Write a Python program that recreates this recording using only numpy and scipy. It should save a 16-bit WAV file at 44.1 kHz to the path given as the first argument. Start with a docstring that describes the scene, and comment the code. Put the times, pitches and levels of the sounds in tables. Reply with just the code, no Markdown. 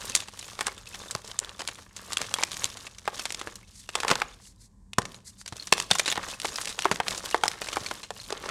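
"""In a small quiet room, a hand close by crushes dry chalk, snaps a piece off a block and crushes that too.
Brittle fracture releases stored strain as short cracks, pitched by the size of the fragment. With every
squeeze crumbs crunch, powder hisses and small chips break off. Big pieces knock on the slabs below,
flakes clink and dusty fingers swish. The room adds a faint reverberation and a steady low rumble."""
import sys
import numpy as np
from scipy import signal
from scipy.fft import rfft, irfft, next_fast_len
from scipy.io import wavfile
from scipy.ndimage import map_coordinates

SR = 44100
rng = np.random.default_rng(int(sys.argv[2]) if len(sys.argv) > 2 else 0)


def log_audio(samples):
    """Write samples as a 16-bit WAV file to the path given in sys.argv[1]."""
    # one column per channel
    frames = np.atleast_2d(samples).T
    # limit to full scale, then quantise
    limited = np.clip(frames, -1, 1)
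    pcm = np.round(limited * 32767).astype(np.int16)
    wavfile.write(sys.argv[1], SR, pcm)


N = 374850
BURST = 4096  # samples in one transient
BURST_T = np.arange(BURST) / SR
BURST_HZ = np.fft.rfftfreq(BURST, 1 / SR) + 1


def amp(db):
    """Amplitude ratio of a level in decibels."""
    return 10 ** (np.asarray(db) / 20)


def unit(x):
    """Normalisation to rms 1."""
    return x / np.sqrt(np.mean(x ** 2) + 1e-20)


def unit_burst(x):
    """Energy normalisation: a transient of 0 dB has the energy of 10 ms at rms 1."""
    return x / np.linalg.norm(x) * np.sqrt(SR / 100)


def along(points, hz):
    """Interpolation of (f/Hz, value) points on a logarithmic frequency axis."""
    f, v = np.transpose(points)
    return np.interp(np.log(hz + 1), np.log(f), v)


def add(track, s, sound):
    """Superposition of a sound on the track at time s."""
    part = track[max(round(s * SR), 0):][:len(sound)]
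    part += sound[:len(part)]


def filtered(x, gain):
    """Zero-phase filtering: the spectrum of x is multiplied by gain(f)."""
    m = next_fast_len(N + SR // 2)
    return irfft(rfft(x, m) * gain(np.fft.rfftfreq(m, 1 / SR)), m)[:N]


def noise(spectrum):
    """Spectral shaping of white noise by (f/Hz, level/dB) points; rms 1."""
    return unit(filtered(rng.standard_normal(N), lambda hz: amp(along(spectrum, hz))))


def wobble(rate):
    """Smooth random modulation: a spline through rate knots a second."""
    knots = rng.standard_normal(int(N * rate / SR) + 4)
    return map_coordinates(knots, [np.arange(N) * rate / SR], order=2)


def resonance(centre_hz, q):
    """Magnitude response of a damped resonator."""
    return 1 / np.sqrt(1 + (q * (BURST_HZ / centre_hz - centre_hz / BURST_HZ)) ** 2)


def burst(gain, t60, spike):
    """Transient response: an impulse and its uneven decaying scatter excite a minimum-phase filter."""
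    clumps = np.interp(np.arange(BURST), np.linspace(0, BURST, 90), rng.standard_normal(90))
    push = rng.standard_normal(BURST) * amp(2.8 * clumps)
    push *= amp(-60 * BURST_T / max(t60, .002))
    push /= np.linalg.norm(push)
    push[0] += spike * rng.choice([-1, 1])
    cepstrum = irfft(np.log(gain + 1e-6))
    cepstrum[1:BURST // 2] *= 2  # folding the cepstrum makes the filter causal
    cepstrum[BURST // 2 + 1:] = 0
    return unit_burst(irfft(rfft(push) * np.exp(rfft(cepstrum))))


def ring(modes):
    """Free vibration: modes (f/Hz, level/dB, T60/s) struck at once decay exponentially."""
    return unit_burst(sum(
        amp(db - 60 * BURST_T / t60) * np.sin(2 * np.pi * hz * BURST_T) * rng.choice([-1, 1])
        for hz, db, t60 in modes))


def grains(spectrum, rate, spread, centre_hz, scatter, q, t60, shapes=12):
    """Shot noise: about rate tiny breaks a second, mostly weak, a few strong; rms 1."""
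    out = np.zeros(N)
    colour = amp(along(spectrum, BURST_HZ))
    for _ in range(shapes):
        hz = centre_hz * np.exp(scatter * rng.standard_normal())
        grain = burst(colour * resonance(hz, q), t60, spike=.6)[:BURST // 4]
        when, size = rng.random((int(rate * N / SR / shapes), 2)).T
        strength = amp(-spread * np.log(0.031 + size))  # crumbs can only grow so large
        impulses = np.bincount((when * N).astype(int), strength, N)
        out += signal.oaconvolve(impulses, grain)[:N]
    return unit(out)


# spectrum of the room's background: f/Hz, level/dB
AIR = [(15, -47), (27, -27.5), (38, -5), (48, 1.5), (58, -9.5), (76, -6), (115, -5), (155, -20),
       (195, -4.5), (235, -18), (275, -20), (350, -26), (700, -37), (1020, -28), (1300, -45.5),
       (1750, -40.5), (2700, -53), (8000, -39.5), (16000, -66)]

def room_rumble():
    """Stationary noise, strongest at low frequencies, sets the noise floor."""
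    return amp(-56.5) * noise(AIR)


# the fist closing on the crumbs: t/s, hold/s, coarse level/dB, fine level/dB
SQUEEZES = [ (0.0, 0.11, -46, -43.5), (0.16, 0.038, -48.5, -43), (0.38, 0.16, -53, -46.5),
            (0.58, 0.1, -44, -48.5), (0.87, 0.29, -51.5, -48.5), (1.26, 0.033, -52, -50),
            (1.41, 0.072, -48.5, -63), (1.6, .23, -53.5, -52.5), (1.97, 0.17, -51, -50.5),
            (2.19, 0.072, -46, -45.5), (2.3, .14, -47.5, -47.5), (2.53, 0.14, -45.5, -41.5),
            (2.75, 0.093, -52.5, -51.5), (3.13, 0.17, -49.5, -48), (3.37, 0.11, -50, -52),
            (3.96, 0.047, -48.5, -47.5), (4.06, .08, -36.5, -46.5), (4.17, 0.078, -47.5, -57.5),
            (5.02, 0.15, -63, -59), (5.57, 0.11, -55, -48), (5.75, 0.063, -49, -41.5),
            (5.92, .2, -52, -44.5), (6.17, 0.06, -43, -52), (6.28, .06, -46.5, -41.5),
            (6.44, 0.26, -45, -41), (6.8, 0.16, -46, -46), (7.08, 0.084, -40, -38),
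            (7.25, 0.095, -45.5, -43), (7.44, 0.088, -45.5, -46.5), (7.62, 0.16, -45, -43.5),
            (7.81, 0.17, -47, -45.5), (8.14, 0.16, -57, -49.5), (8.32, 0.12, -48, -59),
            (8.43, 0.065, -39.5, -48)]
# loose crumbs shifting between squeezes: t/s, hold/s, coarse level/dB, fine level/dB
TRICKLES = [ (0.0, 1.83, -59.5, -57.5), (2.0, .85, -59, -53), (2.95, .65, -61.5, -58.5),
            (3.68, 0.76, -71, -59), (4.42, .22, -81.5, -71.5), (5.15, .4, -75.5, -66), (5.6, 2.9, -68, -63)]

def crumbling_gains(attack_s=0.067, release_s=0.099, build_db=1):
    """Incoherent sources add in power: all movements sum to one coarse and one fine envelope."""
    t, power = np.arange(0, N, 64) / SR, 0
    for start, hold, coarse_db, fine_db in [*SQUEEZES, *TRICKLES]:
        early, late = np.maximum(start - t, 0), np.maximum(t - start - hold, 0)
        build = np.clip((t - start) / hold, 0, 1) - .5  # pressure grows through the hold
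        shape_db = build_db * build - 20 * (early / attack_s + late / release_s)
        power = power + amp([coarse_db + shape_db, fine_db + shape_db]) ** 2
    return [np.interp(np.arange(N) / SR, t, np.sqrt(p)) for p in power]


# spectra of coarse crumbs and of fine powder: f/Hz, level/dB
CRUMBS = [(60, 1), (200, 0), (450, 0.5), (750, -4), (1100, 2), (1600, -3.5), (2500, -7), (5000, -11.5),
          (12000, -40.5)]
POWDER = [(200, -26), (1000, -14.5), (2500, -7), (4000, -2.5), (7500, -1.5), (10000, -4.5), (13000, -14),
          (16000, -27.5)]

def kneading(coarse_gain, fine_gain):
    """Granular stick-slip: crumbs grind, chips tinkle and powder slides while the moving hand rumbles."""
    slips = amp(2.12 * wobble(60))
    coarse = grains(CRUMBS, rate=340, spread=6.5, centre_hz=1474, scatter=0.48, q=1.7, t60=0.025)
    coarse += amp(-6.5) * noise(CRUMBS)
    grit = grains(POWDER, rate=540, spread=5.8, centre_hz=5000, scatter=0.75, q=1.5, t60=0.0087)
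    hiss = noise(POWDER)
    tinkle = grains(POWDER, rate=80, spread=6.5, centre_hz=4500, scatter=.3, q=50, t60=0.0024, shapes=8)
    hand = noise([(30, -27.5), (60, -2.5), (90, 2), (190, -5), (300, -8.5), (500, -15), (900, -40)])
    fine = amp(-1.5) * grit + amp(-7.5) * hiss + amp(-8) * tinkle + amp(-14.5) * hand
    return slips * (coarse_gain * coarse + fine_gain * fine)


# spectrum of breaking chalk: f/Hz, level/dB
CHALK = [(60, -2), (300, 5), (1000, 0.5), (2000, -0.5), (4000, 1), (5200, 0.5), (7500, 2.5), (10000, -3),
         (13000, -15.5), (16000, -27)]
# fractures that stand out of the crumbling: t/s, level/dB, centre f/Hz, nominal decay/s
CRACKS = [ (0.0975, -32.5, 4160, 0.012), (0.1513, -16.5, 6600, 0.025), (0.1624, -26, 4650, 0.0092),
          (0.1733, -35, 4170, .043), (0.2036, -34, 3070, .035), (0.2843, -40.5, 1290, 0.023),
          (0.4277, -42, 2890, 0.023), (0.392, -37, 5540, 0.031), (0.6088, -30.5, 5000, 0.017),
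          (0.6683, -27, 5200, .012), (0.7789, -43.5, 2390, .037), (0.9464, -38, 1610, 0.043),
          (1.11, -31, 5400, 0.04), (1.1509, -31.5, 5100, .015), (1.2768, -42, 4500, .029),
          (1.3146, -38, 2300, .016), (1.3904, -22, 4160, 0.0087), (1.4473, -39, 1600, .006),
          (1.4935, -41, 2400, .011), (1.594, -38, 3220, .063), (1.6056, -34.5, 1190, .027),
          (1.6757, -30, 4200, 0.013), (1.6866, -32, 1420, 0.039), (1.9647, -37.5, 4700, .039),
          (2.1213, -33, 2100, 0.047), (2.1322, -29.5, 4280, 0.019), (2.171, -22.5, 2720, 0.021),
          (2.2163, -28.5, 1990, .016), (2.3405, -23, 3350, 0.0082), (2.4354, -20, 2470, 0.014),
          (2.517, -34, 2800, 0.034), (2.6432, -21.5, 4540, .003), (2.6565, -41, 3800, 0.01),
          (2.7711, -39.5, 2550, .044), (2.868, -38.5, 1820, 0.039), (2.9844, -42, 3660, 0.039),
          (3.0555, -45, 1490, 0.014), (3.1949, -32, 2040, 0.042), (3.2551, -28, 1750, 0.019),
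          (3.305, -33.5, 1900, 0.011), (3.3225, -34, 5440, .021), (3.3462, -32.5, 3570, 0.016),
          (3.3939, -38.5, 3300, .04), (3.4141, -33.5, 920, 0.023), (3.4731, -34.5, 980, 0.0094),
          (3.5564, -41, 8450, 0.032), (3.8907, -34.5, 1750, 0.036), (3.9537, -24.5, 2800, 0.024),
          (4.0024, -30, 2200, .048), (4.081, -25, 1280, 0.026), (4.1026, -21.5, 1100, 0.092),
          (4.1135, -21, 1810, .02), (4.155, -33, 3980, .01), (4.201, -38, 2000, .014),
          (4.9333, -37.5, 2600, .018), (4.9845, -24.5, 6450, .029), (5.0184, -38, 1300, 0.018),
          (5.054, -35.5, 1560, 0.018), (5.145, -44.5, 2030, 0.028), (5.414, -46.5, 2090, 0.016),
          (5.4609, -39, 2470, .02), (5.4782, -36.5, 3720, 0.063), (5.5247, -38, 900, 0.039),
          (5.6718, -36, 3060, .038), (5.725, -11.5, 1560, 0.026), (5.78, -30.5, 1710, .019),
          (5.8005, -25, 2460, 0.013), (5.9051, -32, 1510, 0.077), (5.9122, -16, 1880, 0.029),
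          (5.933, -32, 3200, .034), (5.952, -30, 6400, 0.045), (5.9855, -26, 4500, 0.068),
          (5.9958, -19.5, 2160, 0.028), (6.0593, -26.5, 2080, 0.049), (6.079, -22.5, 1660, 0.08),
          (6.1007, -31, 2900, 0.049), (6.1158, -27, 2290, .025), (6.4004, -35, 3000, 0.013),
          (6.4178, -35, 3900, .008), (6.453, -27, 1300, 0.029), (6.559, -33.5, 4300, .016),
          (6.614, -32.5, 5940, 0.075), (6.656, -33.5, 5100, .008), (6.674, -31.5, 2200, 0.036),
          (6.6929, -32.5, 3150, 0.2), (6.7906, -26.5, 1980, .02), (6.8218, -31.5, 3600, 0.016),
          (6.8466, -32, 3000, .005), (6.9143, -20, 870, 0.049), (6.9588, -34.5, 1700, .016),
          (7.0825, -25.5, 2300, 0.013), (7.1082, -31.5, 2920, .036), (7.1478, -36.5, 2200, .027),
          (7.178, -34, 5000, 0.017), (7.2595, -35, 2000, 0.013), (7.312, -36.5, 3100, .022),
          (7.4365, -25, 2360, 0.011), (7.4804, -22, 3180, 0.011), (7.5155, -36, 1900, 0.011),
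          (7.6174, -30.5, 895, .048), (7.6864, -32, 1330, 0.029), (7.73, -31.5, 1700, .05),
          (7.8625, -33.5, 2480, .065), (8.0322, -36.5, 1940, 0.11), (8.325, -33, 1590, 0.014),
          (8.49, -32, 1390, 0.019)]

def cracks(rows=CRACKS, q=0.56):
    """Brittle fracture: a tick as it starts, a broad crack with a fleeting ring, then a splinter."""
    out = np.zeros(N)
    colour = amp(along(CHALK, BURST_HZ))
    for s, db, hz, decay in rows:
        lead, lag, splinter_pitch, ring_pitch = rng.random(4)
        body = colour * resonance(hz, q)
        fragment = 1 + amp(1) * resonance((hz + 1200) * 2 ** (ring_pitch - .5), q=13) ** 2
        splinter = colour * resonance(hz * (1 + splinter_pitch), q)
        add(out, s - .001 - .003 * lead, amp(db - 26) * burst(body, t60=0.012, spike=.2))
        add(out, s, amp(db) * burst(body * fragment, t60=decay * 0.84, spike=0.58))
        add(out, s + .003 + .009 * lag, amp(db - 14) * burst(splinter, t60=0.002, spike=.6))
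    return out


def chips(effort, per_second=11, firm_db=-41, centre_hz=2600, octaves=0.57):
    """Fracture under load: chips break off at random times, louder the harder the hand presses."""
    rows = []
    for when, size, pitch, life in rng.random((int(per_second * N / SR), 4)):
        pressure_db = 20 * np.log10(effort[int(when * N)] + 1e-9) - firm_db  # 0 in a firm squeeze
        db = -39.5 + 1.23 * pressure_db + 3 * (2 * size - 1)
        hz = centre_hz * 2 ** (octaves * (2 * pitch - 1))
        rows.append((when * N / SR, db, hz, .022 * (.5 + life)))
    return cracks(rows)


# jolts of the hand and table: t/s, peak level/dB
THUMPS = [ (0.15, -42), (1.151, -30), (2.215, -39), (3.076, -43), (3.471, -36.5), (4.114, -25),
          (4.983, -20.5), (5.524, -33), (5.725, -37), (5.911, -26), (6.175, -30.5), (6.914, -24.5),
          (6.939, -32), (6.999, -32), (7.771, -35), (7.808, -34)]

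def thumps(centre_hz=140):
    """Heavily damped response: the jolt of a break or landing gives one soft low push."""
    out = np.zeros(N)
    for s, db in THUMPS:
        push = burst(resonance(centre_hz, q=0.7) ** 2, t60=0.036, spike=0.79)
        add(out, s, amp(db) * push / np.abs(push).max())
    return out


# spectrum of a blow on the slabs: f/Hz, level/dB
SLAB = [(100, 1.5), (250, -2), (450, 4.5), (600, -2.5), (820, 1.5), (1300, 1.5), (2000, 1.5), (4000, 2)]
# modes of the slabs: f/Hz, level/dB, T60/s
SLAB_MODES = [(467, -10.5, 0.043), (708, -4, .06), (845, -0.5, 0.064), (1063, -2, 0.056),
              (1529, -10.5, .04)]
# blocks giving way and lumps landing: t/s, level/dB, centre f/Hz
KNOCKS = [ (0.591, -34.5, 970), (0.6096, -28, 1320), (0.6685, -30.5, 1610), (0.6812, -32.5, 950),
          (1.1507, -31, 704), (1.618, -37, 890), (2.3858, -30.5, 710), (2.4275, -29.5, 1140),
          (3.0772, -22.5, 855), (3.9538, -28.5, 1120), (4.0329, -27, 900), (4.0485, -27, 950),
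          (4.0924, -29.5, 1300), (4.1132, -20, 814), (4.1554, -31, 1000), (4.218, -21.5, 1110),
          (4.984, -20.5, 666), (5.9534, -29.5, 1610), (6.1244, -26.5, 2200), (6.157, -34, 990),
          (6.176, -26, 744), (6.4462, -29, 690), (6.5845, -32.5, 1520), (6.8538, -17, 643),
          (7.0013, -22.5, 900), (7.3449, -18, 710), (7.4361, -20.5, 1020), (7.4563, -28, 700),
          (7.769, -24.5, 637), (7.9125, -30, 610), (8.1057, -33, 656), (8.3048, -35, 610),
          (8.326, -32, 510)]

def knocks():
    """Inelastic impact: a dull blow pitched by the lump's size; its edge ticks, the slabs ring briefly."""
    out = np.zeros(N)
    slab = amp(along(SLAB, BURST_HZ))
    edge = amp(along(CHALK, BURST_HZ)) * resonance(3500, q=0.92)
    for s, db, hz in KNOCKS:
        add(out, s, amp(db) * burst(slab * resonance(hz, q=0.67) ** 2, t60=0.027, spike=0.43))
        add(out, s, amp(-38) * burst(edge, t60=0.015, spike=.6))
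        add(out, s, amp(db - 9) * ring(SLAB_MODES))
    return out


# thin flakes landing: t/s, level/dB, f/Hz
FLAKES = [(0.6925, -43, 2200), (2.34, -25.5, 3320), (2.396, -39, 2274), (2.868, -44, 2240),
          (3.194, -39, 5400), (3.631, -56, 2200), (5.5982, -36.5, 4280), (5.6248, -40, 4250),
          (5.9126, -19, 3620), (6.032, -43, 6950), (6.101, -30, 6840), (6.558, -31.5, 4960),
          (7.863, -37.5, 2350), (7.8627, -36, 4360), (8.2, -41, 4210), (8.24, -45.5, 4300)]

def flakes(t60=0.026):
    """Impact excitation: each flake clinks in a single damped mode."""
    out = np.zeros(N)
    for s, db, hz in FLAKES:
        add(out, s, amp(db) * ring([(hz, 0, t60)]))
    return out


# dusty fingers sliding on the block: middle t/s, duration/s, level/dB
RUBS = [(3.788, 0.14, -51.5), (4.465, 0.14, -54), (4.632, .11, -57.5), (5.277, 0.067, -46.5),
        (5.323, 0.071, -62.5), (5.402, 0.067, -51.5)]

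def rubs():
    """Sliding friction: skin on smooth chalk makes a soft, high swish."""
    t = np.arange(N) / SR
    strokes = sum(amp(db) * np.cos(np.pi * np.clip((t - s) / length, -.5, .5)) for s, length, db in RUBS)
    swish = noise([(700, -27.5), (2100, -9), (2900, -20), (4300, 1), (5400, -1.5), (7800, 1),
                   (10500, -5.5), (13000, -18.5), (16000, -36)])
    return strokes * amp(2.4 * wobble(100)) * swish


# modes of the block and of the piece snapped off it: f/Hz, level/dB, T60/s
BLOCK_MODES = [(228, -10, 0.029), (470, -14.5, 0.038), (1023, 0, 0.024), (1820, -3.5, 0.013),
               (3130, -22.5, .022)]
PIECE_MODES = [(458, -2.5, 0.024), (1050, 2, 0.019), (1730, -9, .022), (2560, 0, 0.018), (3260, -7, 0.016),
               (3900, -13, 0.017)]

def snaps(break_s=4.9842, split_s=5.725):
    """Normal modes of whole solids: the block rings as it parts, the piece as it splits in the fist."""
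    out = np.zeros(N)
    add(out, break_s, amp(-16.5) * ring(BLOCK_MODES))
    add(out, split_s, amp(-15.5) * ring(PIECE_MODES))
    return out


# reverberation time of the room: f/Hz, T60/s
ROOM_T60 = [(100, 0.56), (400, 0.62), (1000, 0.43), (2000, 0.41), (4000, 0.55), (12000, 0.27)]

def reverberation(x):
    """Diffuse-field decay: a faint tail dies exponentially in each band, the highest treble first."""
    hz, t, bands = signal.stft(rng.standard_normal(SR // 2), SR, nperseg=256)
    fade = amp(-60 * t / along(ROOM_T60, hz)[:, None])
    tail = signal.istft(bands * fade, SR, nperseg=256)[1]
    tail[:SR // 200] = 0  # the first reflection takes 5 ms
    wet = signal.fftconvolve(x, tail / np.linalg.norm(tail))[:N]
    colour = [(200, 0), (420, 1.5), (900, -5.5), (2000, -3), (6000, -8)]  # f/Hz, level/dB
    return filtered(wet, lambda f: amp(-16.5 + along(colour, f)))


def scene():
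    """Superposition of the direct chalk sound, its reverberation and the room's rumble, in mono."""
    air = room_rumble()
    coarse, fine = crumbling_gains()
    chalk = kneading(coarse, fine) + cracks() + chips(effort=np.hypot(coarse, fine))
    chalk += thumps() + knocks() + flakes() + rubs() + snaps()
    return (chalk + reverberation(chalk) + air)[None]


def record(dry):
    """Soft saturation rounds the sharpest peaks; a steep low-pass limits the band."""
    ceiling, top_hz = .75, 16200
    rounded = dry[0] / (1 + (dry[0] / ceiling) ** 4) ** .25
    return filtered(rounded, lambda hz: 1 / (1 + (hz / top_hz) ** 120))[None]


dry = scene()
out = record(dry)
log_audio(out)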